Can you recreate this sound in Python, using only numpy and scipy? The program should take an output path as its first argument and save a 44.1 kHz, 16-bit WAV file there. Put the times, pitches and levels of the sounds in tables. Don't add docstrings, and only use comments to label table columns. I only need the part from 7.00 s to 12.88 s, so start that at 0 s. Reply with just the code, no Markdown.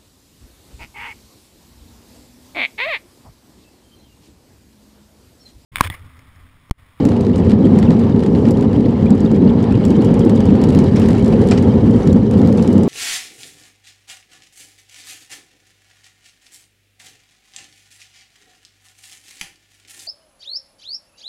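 import sys
import numpy as np
from scipy.fft import rfft, irfft, next_fast_len
from scipy.io import wavfile
from scipy.ndimage import uniform_filter1d, minimum_filter1d, map_coordinates

SR = 44100
rng = np.random.default_rng(int(sys.argv[2]) if len(sys.argv) > 2 else 0)


def dump_mix(stems):
    frames = np.atleast_2d(stems).T
    limited = np.clip(frames, -1, 1)
    pcm = np.round(limited * 32767).astype(np.int16)
    wavfile.write(sys.argv[1], SR, pcm)


N = 259308

FIRING_HZ = 58.13

# time in seconds, spray, mist and churn level in dB.
WASH = [(0.0, -45, -59.5, -33), (0.55, -45.5, -63, -33.5), (0.82, -42.5, -57.5, -30.5),
        (1.1, -45.5, -61.5, -34.5), (1.4, -46, -56, -32.5), (1.82, -46, -62.5, -34), (2.2, -45, -61, -34),
        (2.6, -44, -62, -33), (3.55, -41.5, -58, -30.5), (3.94, -43, -55.5, -33), (3.97, -38, -53, -29),
        (4.16, -42, -55, -33), (4.47, -40.5, -54, -31.5), (4.72, -44.5, -56.5, -33), (4.87, -44, -57, -34),
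        (5.04, -43.5, -52.5, -32), (5.2, -45, -58, -34), (5.4, -44.5, -57, -33), (5.65, -44.5, -54, -33),
        (5.88, -43.5, -56, -30.5)]


def amp(db):
    return 10 ** (np.asarray(db) / 20)


def unit(x):
    return x / np.sqrt(np.mean(x ** 2) + 1e-20)


def curves(rows):
    s, *cols = np.transpose(rows)
    return [np.interp(np.arange(N) / SR, s, c) for c in cols]


def wobble(rate):
    knots = rng.standard_normal(int(N * rate / SR) + 4)
    return map_coordinates(knots, [np.arange(N) * rate / SR])


def filtered(x, response):
    m = next_fast_len(N + SR // 2)
    return irfft(rfft(x, m) * response(np.fft.rfftfreq(m, 1 / SR)), m)[..., :N]


def colour(points):
    f, db = np.transpose(points)
    log_f = np.log(f + 1)
    return lambda hz: amp(np.interp(np.log(hz + 1), log_f, db, left=-120, right=-120))


def modes(table):
    def response(f):
        total = 0
        for k, (c, w, db) in enumerate(table):
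            total = total + (-1) ** k * amp(db) * 1j * f * w / (c * c - f * f + 1j * f * w)
        return total
    return response


def steady(x, span_s):
    return x / np.sqrt(np.abs(uniform_filter1d(x ** 2, size=int(span_s * SR))) + 1e-9)


def add_at(track, s, piece):
    track[round(s * SR):][:len(piece)] += piece


def water():
    # frequency in Hz, relative gain in dB.
    churn, spray, mist = [(350, -10.5), (600, 0), (717, 1), (883, 1), (1350, -13.5), (1480, -36.5),
                          (1900, -38), (2470, -33), (4180, -120)], [(900, 0), (1500, 6.5), (1800, 6.5), (2500, -0.5), (2800, 0.5),
                                         (2970, -0.5), (3200, -2.5), (4300, -6), (4750, -7.5),
                                         (5200, -24.5), (6500, -40), (8450, -44)], [(3240, -23.5), (5500, 3.5), (6420, -1), (7460, -1),
                                                        (10800, -9.5), (13200, -21), (15800, -58)]
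    spray_db, mist_db, churn_db = curves(WASH)
    lump = wobble(45)
    drops = unit(rng.standard_normal(N) * amp(5.5 * np.tanh(wobble(350) / 2.4)))
    bands = (
        (churn_db, churn, 1.8, .15),
        (spray_db, spray, 1.5, .35),
        (mist_db, mist, 1.5, .6))
    out = 0
    for level_db, spectrum, lump_db, share in bands:
        noise = filtered(rng.standard_normal(N) + share * drops, colour(spectrum))
        out = out + amp(level_db + lump_db * lump + 0.47 * wobble(22.16)) * unit(noise)
    return out


def bubbles():
    bubbles_per_s, start_hz, pitch_spread = 60, 3102, .25
    life_cycles, level_db = 22, 1.5
    count, i = int(N / SR * bubbles_per_s), np.arange(SR // 40)
    at, draw = rng.integers(0, N, (count, 1)), rng.standard_normal((count, 2))
    cycles = start_hz * np.exp(pitch_spread * draw[:, :1]) * i / SR
    life = cycles / life_cycles
    envelope = amp(4.3 * draw[:, 1:]) * 8 * life * np.exp(-4 * life)
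    blips = envelope * np.sin(2 * np.pi * cycles * (1 + .06 * life))
    track = np.bincount((at + i).ravel(), blips.ravel(), N + SR)[:N]
    return amp(curves(WASH)[0] + level_db) * track


def buzz():
    # frequency in Hz, width in Hz, relative level in dB.
    hardware = [(1326, 110, 4.5), (1770, 130, 0), (2210, 65, 1), (2916, 79, 0.5), (3100, 170, -2),
                (3850, 200, -6), (4665, 98, -5), (5100, 56, -10.5), (5600, 150, -27), (7160, 160, -23)]
    unevenness_db = 9 * np.tanh(wobble(220) / 1.5) + 3.5 * np.tanh(wobble(30) / 1.5)
    contacts = rng.standard_normal(N) * amp(unevenness_db)
    parts = sum(amp(3 * wobble(30)) * filtered(contacts, modes([mode])) for mode in hardware)
    ring = filtered(parts, lambda hz: 1 / (1 + (1100 / (hz + 1)) ** 4) / (1 + (hz / 8000) ** 4))
    return amp(curves(WASH)[0] - 4.0) * unit(ring)


def clanks():
    # start in seconds, level in dB, clatter T60 in seconds, ring pitch in Hz.
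    knocks = [(1.459, -24, .03, 3100), (3.9584, -13, 0.075, 5300), (3.961, -21, 0.081, 2300),
              (3.967, -19.5, 0.088, 1190), (3.978, -25, 0.092, 1500), (4.017, -14.5, 0.087, 2800),
              (4.029, -23, 0.13, 3080), (4.057, -20, 0.13, 3080), (4.086, -18, 0.1, 1900),
              (4.102, -23, .09, 1200), (4.146, -21, 0.056, 1400), (4.512, -6.5, 0.033, 5300),
              (4.514, -9.5, .04, 690), (4.5155, -15, 0.023, 3650), (4.5177, -11.5, 0.07, 1320),
              (4.521, -13.5, .05, 2470), (4.523, -18, .04, 1910), (4.533, -18, 0.2, 1990),
              (4.575, -15.5, 0.043, 3860), (4.5762, -16, .04, 4720), (4.579, -17, .04, 2840),
              (4.578, -19, .04, 850), (4.584, -23, 0.083, 2010), (4.632, -23, .08, 2120)]
    # frequency in Hz, relative gain in dB.
    spectrum = [(400, -4), (900, -1), (1600, -2.5), (2400, -3), (3500, -10), (5300, -8.5), (6500, -14.5),
                (9000, -20)]
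    clatter_db, ring_db = -18.5, -6
    ring_cycles = 33
    clatter, ring, t = np.zeros(N + SR), np.zeros(N + SR), np.arange(SR // 5) / SR
    rise = 1 - np.exp(-t / 0.00071)
    for s, db, t60, hz in knocks:
        add_at(clatter, s, rise * amp(db + clatter_db - 60 * t / t60))
        ring_gain = rise * amp(db + ring_db - 60 * t * hz / ring_cycles)
        add_at(ring, s, ring_gain * np.sin(2 * np.pi * hz * t))
    noise = unit(filtered(rng.standard_normal(N), colour(spectrum)))
    return clatter[:N] * noise + ring[:N]


def faint_ticks():
    contacts_per_s, scatter_db = 9, 1.5
    level_db, body_db, edge_db = -44.5, 8, -15
    count = int(N / SR * FIRING_HZ)
    chance, draw = rng.random((count, 2)), rng.standard_normal((count, 3))
    s = (np.arange(count) + chance[:, 1] / 2) / FIRING_HZ
    levels_db = [level_db, body_db, edge_db] + scatter_db * draw
    kept = chance[:, 0] < contacts_per_s / FIRING_HZ
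    return list(np.column_stack([s, levels_db])[kept])


def ticks():
    # start in seconds, level in dB, body and edge in dB re level.
    firm = [(0.0513, -25, -3, -11.5), (0.069, -38, 2, -15.5), (0.0892, -32.5, -5, -13),
            (0.1174, -39, 8.5, -11.5), (0.164, -38, -4, -13.5), (0.2076, -30.5, -7, -12),
            (0.248, -38.5, 5, -16), (0.266, -39.5, 7, -16), (0.3575, -33, -0.5, -13.5),
            (0.3795, -35, -11.5, -21.5), (0.3995, -46, 7, -17), (0.4469, -40.5, 1, -14),
            (0.496, -33.5, 2, -15.5), (0.506, -38.5, 5, -15), (0.516, -37.5, 7.5, -13.5),
            (0.6522, -39.5, 5, -15.5), (0.669, -43.5, 9, -16), (0.7068, -50, 4, -20),
            (0.7868, -28.5, -5, -13), (0.827, -37, 9.5, -13), (0.905, -33, 5.5, -12.5),
            (0.97, -47, -2, -13), (0.9926, -39, 0, -17), (1.0954, -40, 5, -16.5), (1.1927, -38, 6, -16.5),
            (1.2342, -34, 3.5, -17.5), (1.203, -44.5, 7, -19.5), (1.2625, -37.5, 2, -21),
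            (1.349, -40.5, 12, -18), (1.356, -44, 8, -18), (1.388, -41, 1, -17.5), (1.4531, -39, 9, -17.5),
            (1.4852, -35, 2, -12), (1.508, -26.5, -10, -9.5), (1.571, -37, 0.5, -17),
            (1.6093, -34, -2, -15), (1.624, -39, 7, -12.5), (1.729, -42, 7.5, -16.5),
            (1.8063, -45, -1.5, -14), (1.8582, -40.5, 6.5, -18), (1.907, -45, 0, -14),
            (2.0098, -42.5, 3, -15), (2.029, -41, -2, -15), (2.0567, -40, 6, -17), (2.1044, -26, -8, -12),
            (2.149, -40, -5, -14), (2.1778, -44, 8, -8.5), (2.2039, -33.5, -9, -14),
            (2.2493, -35.5, -11, -13.5), (2.3141, -34.5, -1, -14.5), (2.36, -38, -2, -17.5),
            (2.6269, -36, -2, -11), (2.64, -38.5, 6, -17.5), (2.654, -49, -3, -21), (2.7227, -37, 4, -16),
            (2.752, -38.5, 7, -14), (2.851, -22.5, -7, -13), (2.8809, -37.5, -10.5, -9.5),
            (2.9034, -28.5, -20, -16), (2.964, -37, -6, -21), (3.019, -32, -4, -14),
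            (3.046, -29, -12, -13.5), (3.1403, -28, -8.5, -15.5), (3.1922, -29.5, -12, -12.5),
            (3.249, -29.5, -15, -13.5), (3.294, -29, -1, -12), (3.3508, -35, -12, -18),
            (3.359, -34, -6, -16), (3.4038, -28.5, -1, -11), (3.454, -31, -8, -18), (3.5044, -40, 6, -21),
            (3.5525, -37, 5, -19), (3.614, -33.5, 2.5, -10), (3.6376, -25, -6, -14), (3.688, -31, -1, -12),
            (3.703, -34.5, 1, -15.5), (3.7229, -35, -6, -14), (3.748, -30, 5.5, -10),
            (3.788, -26.5, -2, -17), (3.8402, -35.5, -3, -12), (3.9594, -30, -9, -15),
            (3.9968, -26.5, -3, -8.5), (4.0164, -35.5, -5, -13), (4.029, -43, 0, -16), (4.0577, -37, 4, -8),
            (4.0855, -27.5, -7, -7), (4.104, -37, 3, -11), (4.13, -34, 3.5, -12.5), (4.149, -38, 2, -12.5),
            (4.179, -34, -10, -15.5), (4.194, -38.5, -3, -10), (4.2238, -33, -10, -21),
            (4.2443, -31.5, -2, -16.5), (4.259, -36, -2, -14), (4.2786, -31.5, -7, -14.5),
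            (4.322, -40, 0, -12.5), (4.339, -39, 0, -15), (4.392, -40.5, 4, -16), (4.4139, -35, 0, -9.5),
            (4.438, -39.5, 2, -14), (4.4715, -30.5, -5, -12), (4.486, -32, -1, -12),
            (4.5106, -23, -11, -21.5), (4.5755, -30.5, 3, -25), (4.6244, -31, -4, -14.5),
            (4.9082, -36, -5, -16), (4.9606, -34.5, -6, -12), (5.0723, -29.5, -0.5, -13),
            (5.1277, -29, -9, -12), (5.231, -43, -2, -14), (5.3103, -30, -4, -11), (5.3792, -39, -7, -10.5),
            (5.392, -43, -3.5, -7), (5.4156, -33.5, 0, -16.5), (5.473, -32.5, -3, -8),
            (5.5253, -30.5, -4, -12), (5.5733, -31.5, -13, -14), (5.6238, -28, -8, -12),
            (5.675, -28.5, -4, -14), (5.7277, -28.5, -11, -13), (5.7786, -30.5, -5, -12.5),
            (5.8325, -28, -7, -12)]
    # frequency in Hz, relative level in dB, T60 in seconds.
    fitting = [(1376, 2.5, 0.039), (1870, 0, 0.043), (2250, -16, 0.036), (3120, -8.5, 0.03),
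               (3500, -7, 0.04), (4430, -15.5, 0.061), (5500, -9, 0.044), (6750, -22, 0.012),
               (7430, -6.5, 0.037), (10100, 2, 0.012), (10500, -6, .03)]
    # frequency in Hz, relative gain in dB.
    middle, body, edge = [(3000, -17.5), (4500, 3.5), (6000, 0.5), (7400, 2), (8500, -2.5), (10000, -2.5)], [(700, -20.5), (1200, 1), (2000, 4.5), (3000, 1), (4200, -0.5),
                                          (5300, -6.5), (6200, -30.5)], [(8000, -25.5), (9200, -15.5), (10600, 3.5),
                                                        (12000, -4), (14000, -9.5), (16000, -16)]
    shapes, ring, t = np.zeros((3, N + SR)), np.zeros(N + SR), np.arange(SR // 12) / SR
    hz, mode_db, mode_t60 = np.transpose(fitting)[:, :, None]
    tones = np.sin(2 * np.pi * hz * t)
    rise = (1 - np.exp(-t / .0004)) ** 2
    contacts = list(firm) + faint_ticks()
    draws = rng.standard_normal((len(contacts), 4 + len(fitting)))
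    for (s, db, body_db, edge_db), draw in zip(contacts, draws):
        blow_t60 = 0.0097 * np.exp(0.39 * draw[2])
        blow = rise * amp(-60 * np.maximum(t - .0025, 0) / blow_t60)
        bounce_s = 0.011 * np.exp(0.5 * draw[1])
        bounce = amp(-12.0 + 1.8 * draw[0]) * np.roll(blow, int(SR * bounce_s))
        at = slice(round(s * SR), round(s * SR) + len(t))
        tails = amp([[-12], [-13], [-18]] + 3.5 * draw[3] - 60 * t / 0.077)
        band_gain = amp([[db], [db + body_db], [db + edge_db]])
        shapes[:, at] += band_gain * (blow + bounce + rise * tails)
        strength_db = db + mode_db + 3.1 * draw[4:, None]
        strength_db = strength_db + (hz < 4000) * body_db + (hz > 9000) * edge_db
        ring[at] += rise * np.sum(amp(strength_db - 60 * t / mode_t60) * tones, axis=0)
    noise = [unit(filtered(rng.standard_normal(N), colour(c))) for c in (middle, body, edge)]
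    bursts = np.sum(amp([[-9], [-5], [-8]]) * shapes[:, :N] * noise, axis=0)
    return bursts + amp(-10.0) * ring[:N]


def thumps():
    # start in seconds, level in dB, pitch in Hz.
    thump_rows = [(0.465, -2, 218), (0.589, 1.5, 221.5), (0.715, 1, 195.7), (0.76, 0, 199), (0.88, 0, 240),
                  (0.939, -1, 229), (1.137, 1, 222), (2.105, -0.5, 211), (2.309, 0, 236),
                  (2.424, -0.5, 209.5), (2.707, -0.5, 213), (2.979, -0.5, 208), (4.211, -3, 274),
                  (4.666, -1, 202), (5.077, -3, 229), (5.228, -2, 201)]
    rise_s, t60_s, offset_db = .005, 0.097, -2
    out, t = np.zeros(N + SR), np.arange(SR // 8) / SR
    rise = 1 - np.exp(-t / rise_s)
    for s, db, hz in thump_rows:
        gain = amp(db + offset_db - 60 * t / t60_s) * rise
        add_at(out, s, gain * np.sin(2 * np.pi * hz * t))
    return out[:N]


def strands():
    # frequency in Hz, level in dB.
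    sharp_tones = [(93, -27), (220, -23)]
    # multiple, level in dB.
    orders = [(2, -29.5), (3, -27), (4, -23), (5, -30.5), (7, -29), (8, -33), (9, -37.5)]
    t = np.arange(N) / SR
    out = 0
    for hz, db in sharp_tones:
        out = out + amp(db + 2.5 * wobble(9)) * np.sin(2 * np.pi * hz * t + 1.35 * wobble(11))
    cycle = 2 * np.pi * FIRING_HZ * t + .3 * wobble(8)
    for k, db in orders:
        out = out + amp(db + 4.3 * wobble(13)) * np.sin(round(k) * cycle + k * k)
    return out


def firings(scatter, size_db):
    draw = rng.standard_normal((int(N / SR * FIRING_HZ), 2))
    at = (np.arange(len(draw)) + scatter * draw[:, 0]) * SR / FIRING_HZ
    return unit(np.bincount(np.clip(at, 0, N - 1).astype(int), amp(size_db * draw[:, 1]), N))


def swells():
    # start in seconds, level in dB.
    swell_rows = [(0.056, 0), (0.207, -4.5), (0.262, -2), (0.303, -3), (0.384, 0), (0.467, 0.5),
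                  (0.528, 0.5), (0.589, 1), (0.654, 1), (0.716, -5.5), (0.761, 3), (0.813, -5), (0.88, 4.5),
                  (0.94, -5.5), (1.136, 1.5), (1.206, -12), (1.271, -1.5), (1.334, -2), (1.43, -3),
                  (1.465, 1), (1.615, -5), (1.726, -8), (1.765, -5), (1.837, -12), (1.972, -9), (2.024, -1),
                  (2.105, 1), (2.135, -13), (2.231, -2.5), (2.309, -0.5), (2.362, -2), (2.424, 0.5),
                  (2.459, 2), (2.547, -1.5), (2.578, -15), (2.619, -8), (2.706, -4), (2.813, -11),
                  (2.897, -2), (2.976, 4), (3.063, -7), (3.104, 1.5), (3.205, -8), (3.256, -1.5),
                  (3.311, -8), (3.388, 2.5), (3.479, 0), (3.518, -2.5), (3.629, -7), (3.665, -2),
                  (3.761, 0.5), (3.802, -3.5), (3.916, -3.5), (3.943, -5), (3.975, -7), (4.093, -3),
                  (4.141, -7), (4.211, -0.5), (4.316, -0.5), (4.398, -3), (4.457, -2.5), (4.517, -8),
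                  (4.576, -5), (4.61, -5), (4.667, -0.5), (4.735, -4), (4.812, -5), (4.882, -3),
                  (4.934, -4.5), (4.998, -9), (5.063, 1), (5.141, 7.5), (5.227, -3), (5.354, 0),
                  (5.43, 2.5), (5.493, -6), (5.594, -5), (5.681, 2), (5.718, -10), (5.751, 5.5)]
    rise_s, t60_s, offset_db = 0.0038, .17, -5
    gain, t = np.zeros(N + SR), np.arange(SR // 5) / SR
    rise = 1 - np.exp(-t / rise_s)
    for s, db in swell_rows:
        add_at(gain, s, amp(db + offset_db - 60 * t / t60_s) * rise)
    return gain[:N]


def engine():
    # time in seconds, hull drone, exhaust throb and panel hum level in dB.
    drive = [(0, -11, -19.5, -19.5), (.3, -18.5, -18.5, -20), (.65, -11.5, -19, -20.5),
             (1.3, -14.5, -20, -20.5), (1.9, -14, -21.5, -21.5), (2.5, -14, -19, -21.5),
             (3.1, -12.5, -18.5, -18.5), (3.9, -12.5, -18, -19.5), (4.5, -13.5, -16.5, -17.5),
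             (5.2, -14.5, -17, -19), (5.88, -12, -23, -19)]
    # frequency in Hz, width in Hz, relative level in dB.
    hull, pipe, panel = [(158.6, 49, -9.5), (185.9, 16.4, -1.5), (197.6, 19, 0), (222.1, 19.5, 0.5),
                         (234.4, 18.1, 1), (277, 94.7, -10.5)], [(51.5, 7.2, -12), (81, 48.5, -8.5), (92, 27.5, -2.5),
                                       (116.6, 34, -9.5)], [(370.5, 82.4, -4.5), (403.9, 29.4, 1.5),
                                                     (462.1, 17, -1.5), (523.4, 46.7, -5.5),
                                                     (617, 220, -21.5)]
    calm_db = -1
    wander, wanders_per_s = 0.012, 5
    blows = firings(scatter=0.2603, size_db=4)
    hull_db, exhaust_db, panel_db = curves(drive)
    hull_gain = np.hypot(amp(hull_db + calm_db), swells())
    turn = np.pi / 4 * (1 + np.tanh(wobble(wanders_per_s)))
    parts = (  # gain, random level scale dB, its rate per s, modes, share of blows, levelling span s
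        (hull_gain, 1.82, 30, hull, .35, .03),
        (amp(exhaust_db), 1.5, 14, pipe, .3, .12),
        (amp(panel_db), 1.5, 18, panel, .2, .12))
    out = 0
    for gain, surge_db, rate, table, share, span_s in parts:
        push = share * blows + rng.standard_normal(N)
        response = modes(table)
        low = filtered(push, lambda hz: response(hz * (1 + wander)))
        high = filtered(push, lambda hz: response(hz * (1 - wander)))
        tone = unit(steady(np.cos(turn) * low + np.sin(turn) * high, span_s))
        out = out + gain * amp(surge_db * wobble(rate)) * tone
    return filtered(out, lambda hz: 1 / (1 + (42 / (hz + 1)) ** 4) / (1 + (hz / 750) ** 4))


def scene():
    background = water() + bubbles() + buzz() + clanks() + ticks()
    return (background + thumps() + strands() + engine())[None]


def record(dry):
    ceiling, window_s, top_hz = 1.12, .012, 15900
    size = int(window_s * SR)
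    needed_gain = ceiling / np.maximum(np.abs(dry), ceiling)
    gain = uniform_filter1d(minimum_filter1d(needed_gain, size=size), size=size)
    return filtered(np.clip(dry * gain, -1, 1), lambda hz: hz < top_hz)


dry = scene()
out = record(dry)
dump_mix(out)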